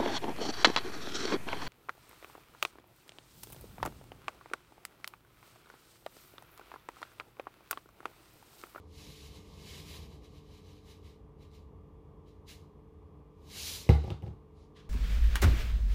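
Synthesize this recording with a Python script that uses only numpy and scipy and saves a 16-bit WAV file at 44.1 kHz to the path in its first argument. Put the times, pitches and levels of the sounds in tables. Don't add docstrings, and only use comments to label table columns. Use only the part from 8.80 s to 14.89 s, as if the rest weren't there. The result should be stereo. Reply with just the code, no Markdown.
import sys
import numpy as np
from scipy import signal
from scipy.fft import rfft, irfft, next_fast_len
from scipy.io import wavfile
from scipy.ndimage import uniform_filter1d, map_coordinates

SR = 44100
rng = np.random.default_rng(int(sys.argv[2]) if len(sys.argv) > 2 else 0)


def log_audio(samples):
    frames = np.atleast_2d(samples).T
    limited = np.clip(frames, -1, 1)
    pcm = np.round(limited * 32767).astype(np.int16)
    wavfile.write(sys.argv[1], SR, pcm)


def how_loud(loudness_db):
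    steps = np.asarray(loudness_db, float) / 20
    return 10 ** steps


N = 268657

# (time [s], rattle level [dB], swell [s], slide [s])
SALT_SURGES = [(0.0, -75, .05, .02), (0.201, -56, 0.15, 0.27), (0.564, -57, 0.13, 0.),
               (0.7, -62.5, 0.22, 0.13), (0.8, -60.5, 0.08, .03), (0.89, -52, 0.12, 0.11),
               (1.11, -51.5, 0.19, 0.057), (1.23, -60, 0.15, 0.012), (1.33, -64.5, 0.13, 0.024),
               (1.45, -63, 0.064, 0.), (1.565, -64, 0.12, 0.01), (1.75, -64, 0.22, .04),
               (1.884, -64.5, 0.13, 0.036), (1.97, -68.5, 0.13, 0.022), (2.112, -58, .11, 0.00023),
               (2.265, -64, .08, 0.033), (2.628, -65, 0.056, 0.), (2.755, -63.5, 0.066, 0),
               (3.488, -70, 0.056, 0.0034), (3.69, -53.5, 0.03, 0.032), (4.6, -85, 0.18, 0.077),
               (4.721, -52, 0.056, 0.15), (4.785, -44.5, 0.081, .04), (4.86, -40, 0.19, 0.097),
               (5.0, -50.5, 0.055, .02)]
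# (time [s], rattle level [dB], swell [s], slide [s])
HEAP_SHIFTS = [
    (5.095, -44.5, 0.0071, 0.011),
    (5.2, -59.5, 0.093, 0.11),
    (5.448, -71.5, 0.042, 0.034),
    (5.784, -73.5, 0.076, 0.051),
]
# (time [s], share of salt rushing along the wall [0-1])
TILT = [
    (0, 0.48),
    (1.2, 0.06),
    (3.3, 0),
    (3.7, 0.27),
    (4.6, 0),
    (4.82, 0.93),
    (5.04, 0.95),
    (5.1, 0),
    (6.09, 0.9),
]
# (frequency [Hz], level [dB per Hz])
TRICKLE_COLOUR = [(760, -48), (1300, -9), (1410, -21), (1590, -5.5), (1810, -6.5), (2130, -2), (3530, -2.5),
                  (3910, -6), (4530, -2), (8500, -22), (11000, -29.5), (18700, -120)]
# (frequency [Hz], level [dB per Hz])
RUSH_COLOUR = [(450, -36), (750, -33), (1610, -19), (1850, -36), (2300, -10), (3300, -5.5), (4300, -1.5),
               (5500, -4.5), (7000, -7.5), (8000, -13.5), (11000, -13), (18000, -120)]
# (frequency [Hz], level [dB per Hz])
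FINE_COLOUR = [(4120, -8), (7000, -2.5), (8090, -6.5), (12100, -4), (14800, -5), (15500, -7.5),
               (16000, -30)]
# (frequency [Hz], width [Hz], lift [dB])
HOLLOW = [(2163, 31, 9), (2990, 110, 4), (3935, 300, 9.5), (4500, 90, -5.5)]
# (frequency [Hz], left-right likeness [-1 to 1])
SALT_LIKENESS = [(700, 0.83), (2000, 0.25), (5000, 0.033), (15000, 0.028)]
SWELL_DB, SWELL_BEND, FALL_DB_PER_S = 26.5, 1.34, 188
FINE_DB, FINE_GROWS, HEAP_DULL_DB = -13, 0.25, -18

# (frequency [Hz], level [dB per Hz])
RUMBLE_COLOUR = [(12, -68.5), (20, -15.5), (31, -14.5), (64, 5.5), (89, 5.5), (118, -10.5), (145, -1.5),
                 (200, -9.5), (265, -17), (300, -8), (390, -46), (660, -120)]
# (frequency [Hz], level [dB per Hz])
DRONE_COLOUR = [(120, -29.5), (200, -8.5), (244, -6), (291, -21.5), (364, -4), (440, -7), (490, -7),
                (580, -12), (713, -13.5), (1080, -9.5), (1210, -14.5), (1350, -30.5), (1700, -43.5),
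                (2210, -62), (3740, -120)]
# (frequency [Hz], level [dB per Hz])
AIR_COLOUR = [(760, -27), (1300, -0.5), (1400, -5.5), (2250, -5), (3220, -13), (3460, -9), (3840, -15),
              (6500, -20.5), (7670, -22.5), (11900, -22.5), (15300, -24)]
# (frequency [Hz], level [dB rms])
SHAFT = (49.2, -60)
# (frequency [Hz], level [dB rms])
HUM = [(145.3, -64.5), (199.2, -68), (236.9, -77.5), (296.1, -66), (344.5, -75.5), (414.5, -68),
       (441.4, -64.5), (489.9, -74), (1174, -80)]
# (frequency [Hz], level [dB rms])
BEARING_WHINE = [(2850, -92.5), (3260, -92.5), (2410, -99)]
# (frequency [Hz], left-right likeness [-1 to 1])
KITCHEN_LIKENESS = [(60, 1), (150, 0.86), (380, 0.41), (950, 0.14), (2380, -0.23), (5980, 0.016),
                    (15000, -0.19)]
# (time [s], width [s], level [dB])
RUMBLE_SWELLS = [
    (0.27, .08, 4),
    (1.052, 0.31, 7.5),
    (4.87, 0.21, 4),
    (5.7, .06, -4.5),
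]
RUMBLE_DB, DRONE_DB, DRIFT_DB = -55.5, -60, 0.7
DRONE_FOLLOWS = 0.87

# (time [s], thud level [dB], shell level [dB], click level [dB])
CONTACTS = [(5.065, -59, -55.5, -52), (5.0911, -7, -25.5, -18.5), (5.148, -24.5, -37, -56),
            (5.24, -30.5, -42.5, -41), (5.275, -29, -44, -53), (5.3029, -33, -42.5, -22.5),
            (5.315, -26.5, -77, -42), (5.423, -38, -51.5, -52), (5.434, -29.5, -52, -69),
            (5.464, -38, -51.5, -44), (5.479, -31, -58, -49), (5.506, -42, -70, -58),
            (5.53, -38.5, -64, -62)]
# (frequency [Hz], level [dB], t60 [s])
CUPBOARD_MODES = [(72.9, 5, 0.35), (150.7, -4, 0.31)]
# (frequency [Hz], level [dB], t60 [s])
WORKTOP_MODES = [(102.5, 0.5, 0.065), (197, -9, 0.036)]
# (frequency [Hz], level [dB], t60 [s])
AIR_SLAP = [(1050, 9, 0.002), (243, 5, 0.0063)]
# (frequency [Hz], level [dB], t60 [s])
SHELL_MODES = [(210, -6, 0.055), (350, -9, 0.048), (374.3, 1.5, 0.15), (467, -9, 0.11), (503, -10, 0.028),
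               (540, -20, 0.1), (630, -16, 0.14), (774, 0.5, 0.09), (829, -2.5, 0.09), (918, -3, 0.053),
               (720, -6, 0.048), (1030, -24, 0.11), (310, -8, 0.029)]
# (frequency [Hz], level [dB], t60 [s])
RIM_MODES = [(1250, -14, 0.023), (1660, -22, 0.02), (2120, -11, 0.012), (2890, -20, 0.03)]
# (frequency [Hz], level [dB per Hz])
SLUMP_COLOUR = [(60, -30), (150, 8), (280, 2.5), (400, 9), (620, 3), (900, -5), (1300, -4), (4000, -33.5)]
# (frequency [Hz], level [dB])
CLICK_COLOUR = [(600, -10), (1300, 4), (2100, -3), (2600, 2), (3500, 5.5), (4800, -3.5), (7000, -13),
                (16000, -35)]
SET_DOWN_S = 5.091
BOOM_DB, BOOM_DB_PER_S = -7, -31
FREE, FREE_PER_S = 1.57, 0.6

# (frequency [Hz], t60 [s])
ROOM_DECAY = [(100, 1), (500, 0.35), (2000, 0.36), (10000, 0.37)]

# (time [s], level [dB], swell [s], slide [s])
SLEEVE_BRUSH = [
    (5.972, -62, 0.032, 0.029),
]
# (frequency [Hz], level [dB per Hz])
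CLOTH_COLOUR = [(710, -26), (1200, 1.5), (1310, -11), (1650, -4), (2190, -8), (3010, -3.5), (4050, -5.5),
                (5000, -11), (15000, -35)]
CLOTH_FALL_DB_PER_S = 173


def unit(x):
    return x / np.sqrt(np.mean(x ** 2) + 1e-20)


def along(points, hz):
    f, v = np.transpose(points)
    return np.interp(np.log(hz + 1), np.log(f + 1), v)


def colour(points):
    return lambda hz: how_loud(along(points, hz))


def curves(rows):
    s, *cols = np.transpose(rows)
    return [np.interp(np.arange(N) / SR, s, c) for c in cols]


def sampled(gain):
    return np.interp(np.arange(N) * 1000 / SR, np.arange(len(gain)), gain)


def wobble(rate):
    knots = rng.standard_normal(int(N * rate / SR) + 4)
    places = np.arange(N * 1000 // SR + 2) * rate / 1000
    return sampled(map_coordinates(knots, [places]))


def filtered(x, response):
    m = next_fast_len(N + 8192)
    return irfft(rfft(x, m) * response(np.fft.rfftfreq(m, 1 / SR)), m)[..., :N]


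def spread(pair, gain, likeness):
    def mid_side_gain(hz):
        turn = np.arccos(np.clip(along(likeness, hz), -1, 1)) / 2
        return gain(hz) * [np.cos(turn), np.sin(turn)]
    mid, side = filtered(pair, mid_side_gain)
    return unit(np.array([mid + side, mid - side]))


def patchy(depth_db):
    z = signal.stft(rng.standard_normal((2, N)), nperseg=512)[2]
    field = uniform_filter1d(rng.standard_normal(z.shape[1:]), size=5, axis=0)
    field = uniform_filter1d(field, size=6, axis=1)
    return signal.istft(z * how_loud(depth_db * unit(field)), nperseg=512)[1][:, :N]


def surge(s, db, swell, slide, fall_db=FALL_DB_PER_S):
    t = np.arange(N * 1000 // SR + 2) / 1000 - s
    rise_db = SWELL_DB * (np.clip(-t, 0, None) / swell) ** SWELL_BEND
    return how_loud(np.maximum(db - rise_db - fall_db * np.clip(t - slide, 0, None), -200))


def salt():
    power = [surge(*row) ** 2 for row in SALT_SURGES + HEAP_SHIFTS]
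    fine_db = [FINE_DB + FINE_GROWS * (row[1] + 60) for row in SALT_SURGES]
    fine_db += [FINE_DB + HEAP_DULL_DB for row in HEAP_SHIFTS]
    rattle = sampled(np.sqrt(sum(power)))
    hiss = sampled(np.sqrt(sum(p * how_loud(2 * db) for p, db in zip(power, fine_db))))
    share = np.clip(curves(TILT)[0], 0, 1)

    sizes = how_loud(1.73 * rng.exponential(size=N))
    crystals = unit(sizes) * patchy(depth_db=1.3)

    def in_hollow(hz):
        lift_db = sum(db / (1 + (2 * (hz - centre) / width) ** 2) for centre, width, db in HOLLOW)
        return how_loud(along(TRICKLE_COLOUR, hz) + lift_db)

    trickle = spread(crystals, in_hollow, SALT_LIKENESS)
    rush = spread(crystals[:, ::-1], colour(RUSH_COLOUR), SALT_LIKENESS)
    fine = spread(crystals, colour(FINE_COLOUR), SALT_LIKENESS)
    coarse = np.sqrt(1 - share) * trickle + np.sqrt(share) * rush
    flutter = how_loud(0.5 * wobble(25) + 0.2 * wobble(90))
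    return flutter * (rattle * coarse + how_loud(4.5) * hiss * fine)


def kitchen():
    t = np.arange(N) / SR
    swell_db = sum(db * np.exp(-((t - s) / width) ** 2) for s, width, db in RUMBLE_SWELLS)
    lumps_db = 1.3 * wobble(14) + 0.5 * wobble(45)
    rumble_db = RUMBLE_DB + swell_db + DRIFT_DB * wobble(3) + 1.0 + lumps_db
    drone_db = DRONE_DB + DRONE_FOLLOWS * swell_db - 3.5 + 0.83 * lumps_db
    rumble = how_loud(rumble_db) * spread(patchy(depth_db=0.0), colour(RUMBLE_COLOUR), KITCHEN_LIKENESS)
    drone = how_loud(drone_db) * spread(patchy(depth_db=0.33), colour(DRONE_COLOUR), KITCHEN_LIKENESS)
    air = how_loud(-77.0) * spread(rng.standard_normal((2, N)), colour(AIR_COLOUR), KITCHEN_LIKENESS)
    tones = 0
    for hz, db in [SHAFT, *HUM, *BEARING_WHINE]:
        level = how_loud(db + 1.5 + 0.67 * wobble(11))
        port_phase = np.array([[0], [hz / 2500]])
        phase = 2 * np.pi * hz * t + 1.12 * wobble(8.3) + rng.uniform(0, 6.88) + port_phase
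        tones = tones + level * np.sin(phase)
    return rumble + drone + air + tones


def ring(modes, scatter_db, rise, detune=0.0):
    t = np.arange(SR // 2) / SR
    total = np.zeros(len(t))
    for k, (hz, db, t60) in enumerate(modes):
        swing = how_loud(db + scatter_db * rng.standard_normal() - 60 * t / t60)
        total += (-1) ** k * swing * np.sin(2 * np.pi * hz * t * rng.normal(1, detune))
    return total * (1 - np.exp(-t / rise))


def tub():
    low, shell, jolt = np.zeros((3, N + SR))
    click = np.zeros((2, N + SR))
    t = np.arange(SR // 2) / SR
    flex = round(0.0021 * SR)
    for s, thud_db, shell_db, click_db in CONTACTS:
        since = s - SET_DOWN_S
        at = slice(round(s * SR), round(s * SR) + len(t))

        boom_db = thud_db + BOOM_DB + BOOM_DB_PER_S * since
        freed_modes = np.multiply(WORKTOP_MODES, [1, 1, FREE + FREE_PER_S * since])
        thud = np.pad(ring(freed_modes, 0, rise=0.0021), (flex, 0))[:len(t)]
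        low[at] += how_loud(boom_db) * ring(CUPBOARD_MODES, 0, rise=0.015) + how_loud(thud_db) * thud
        low[at] += how_loud((thud_db + click_db) / 2) * ring(AIR_SLAP, 0, rise=0.00034)

        shell[at] += how_loud(shell_db) * ring(SHELL_MODES, 0.86, rise=0.00026, detune=0.0074)
        shell[at] += how_loud((click_db + shell_db) / 2) * ring(RIM_MODES, 6.8, rise=0.00012, detune=0.012)
        jolt[at] += how_loud(shell_db - 60 * t / 0.089)

        tick = 2.1 * (t == t[40])
        crackle = how_loud(-60 * t / 0.016) * (1 - np.exp(-t / 0.0008)) * rng.standard_normal((2, len(t)))
        click[:, at] += how_loud(click_db) * (tick + 0.33 * crackle)
    slump = 1.36 * jolt[:N] * unit(filtered(rng.standard_normal(N), colour(SLUMP_COLOUR)))
    return low[:N], shell[:N] + slump, filtered(click[:, :N], colour(CLICK_COLOUR))


def room(x):
    hz, t, z = signal.stft(rng.standard_normal((2, SR // 2)), SR, nperseg=256)
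    tail = signal.istft(z * how_loud(-60 * t / along(ROOM_DECAY, hz)[:, None]), SR, nperseg=256)[1]
    delayed = np.pad(x, (120, 0))
    return signal.fftconvolve(delayed[None], tail / np.linalg.norm(tail[0]), axes=1)[:, :N]


def sleeve():
    fibres = spread(patchy(depth_db=0.5), colour(CLOTH_COLOUR), SALT_LIKENESS)
    brush = sampled(surge(*SLEEVE_BRUSH[0], fall_db=CLOTH_FALL_DB_PER_S))
    return brush * how_loud(2.0 + 1.2 * wobble(60)) * fibres


def late(x, lag):
    return filtered(x, lambda hz: np.exp(-2j * np.pi * hz * np.array([[0], [lag]])))


def scene():
    low, shell, click = tub()
    near = late(low + shell + click, lag=0.000355) * how_loud([[0.4], [-0.4]])
    answer = how_loud(-5.5) * room(shell + click[0]) + how_loud(-43) * room(low)
    return late(salt(), lag=0.000283) + kitchen() + near + answer + sleeve()


def top_cut(x):
    return signal.sosfilt(signal.butter(12, 16250, fs=SR, output="sos"), x)


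def record(dry):
    def microphone(hz):
        return (hz < 15450) * (1j * hz / (30 + 1j * hz)) ** 2
    mix = filtered(dry, microphone)
    return top_cut(mix)


dry = scene()
out = record(dry)
log_audio(out)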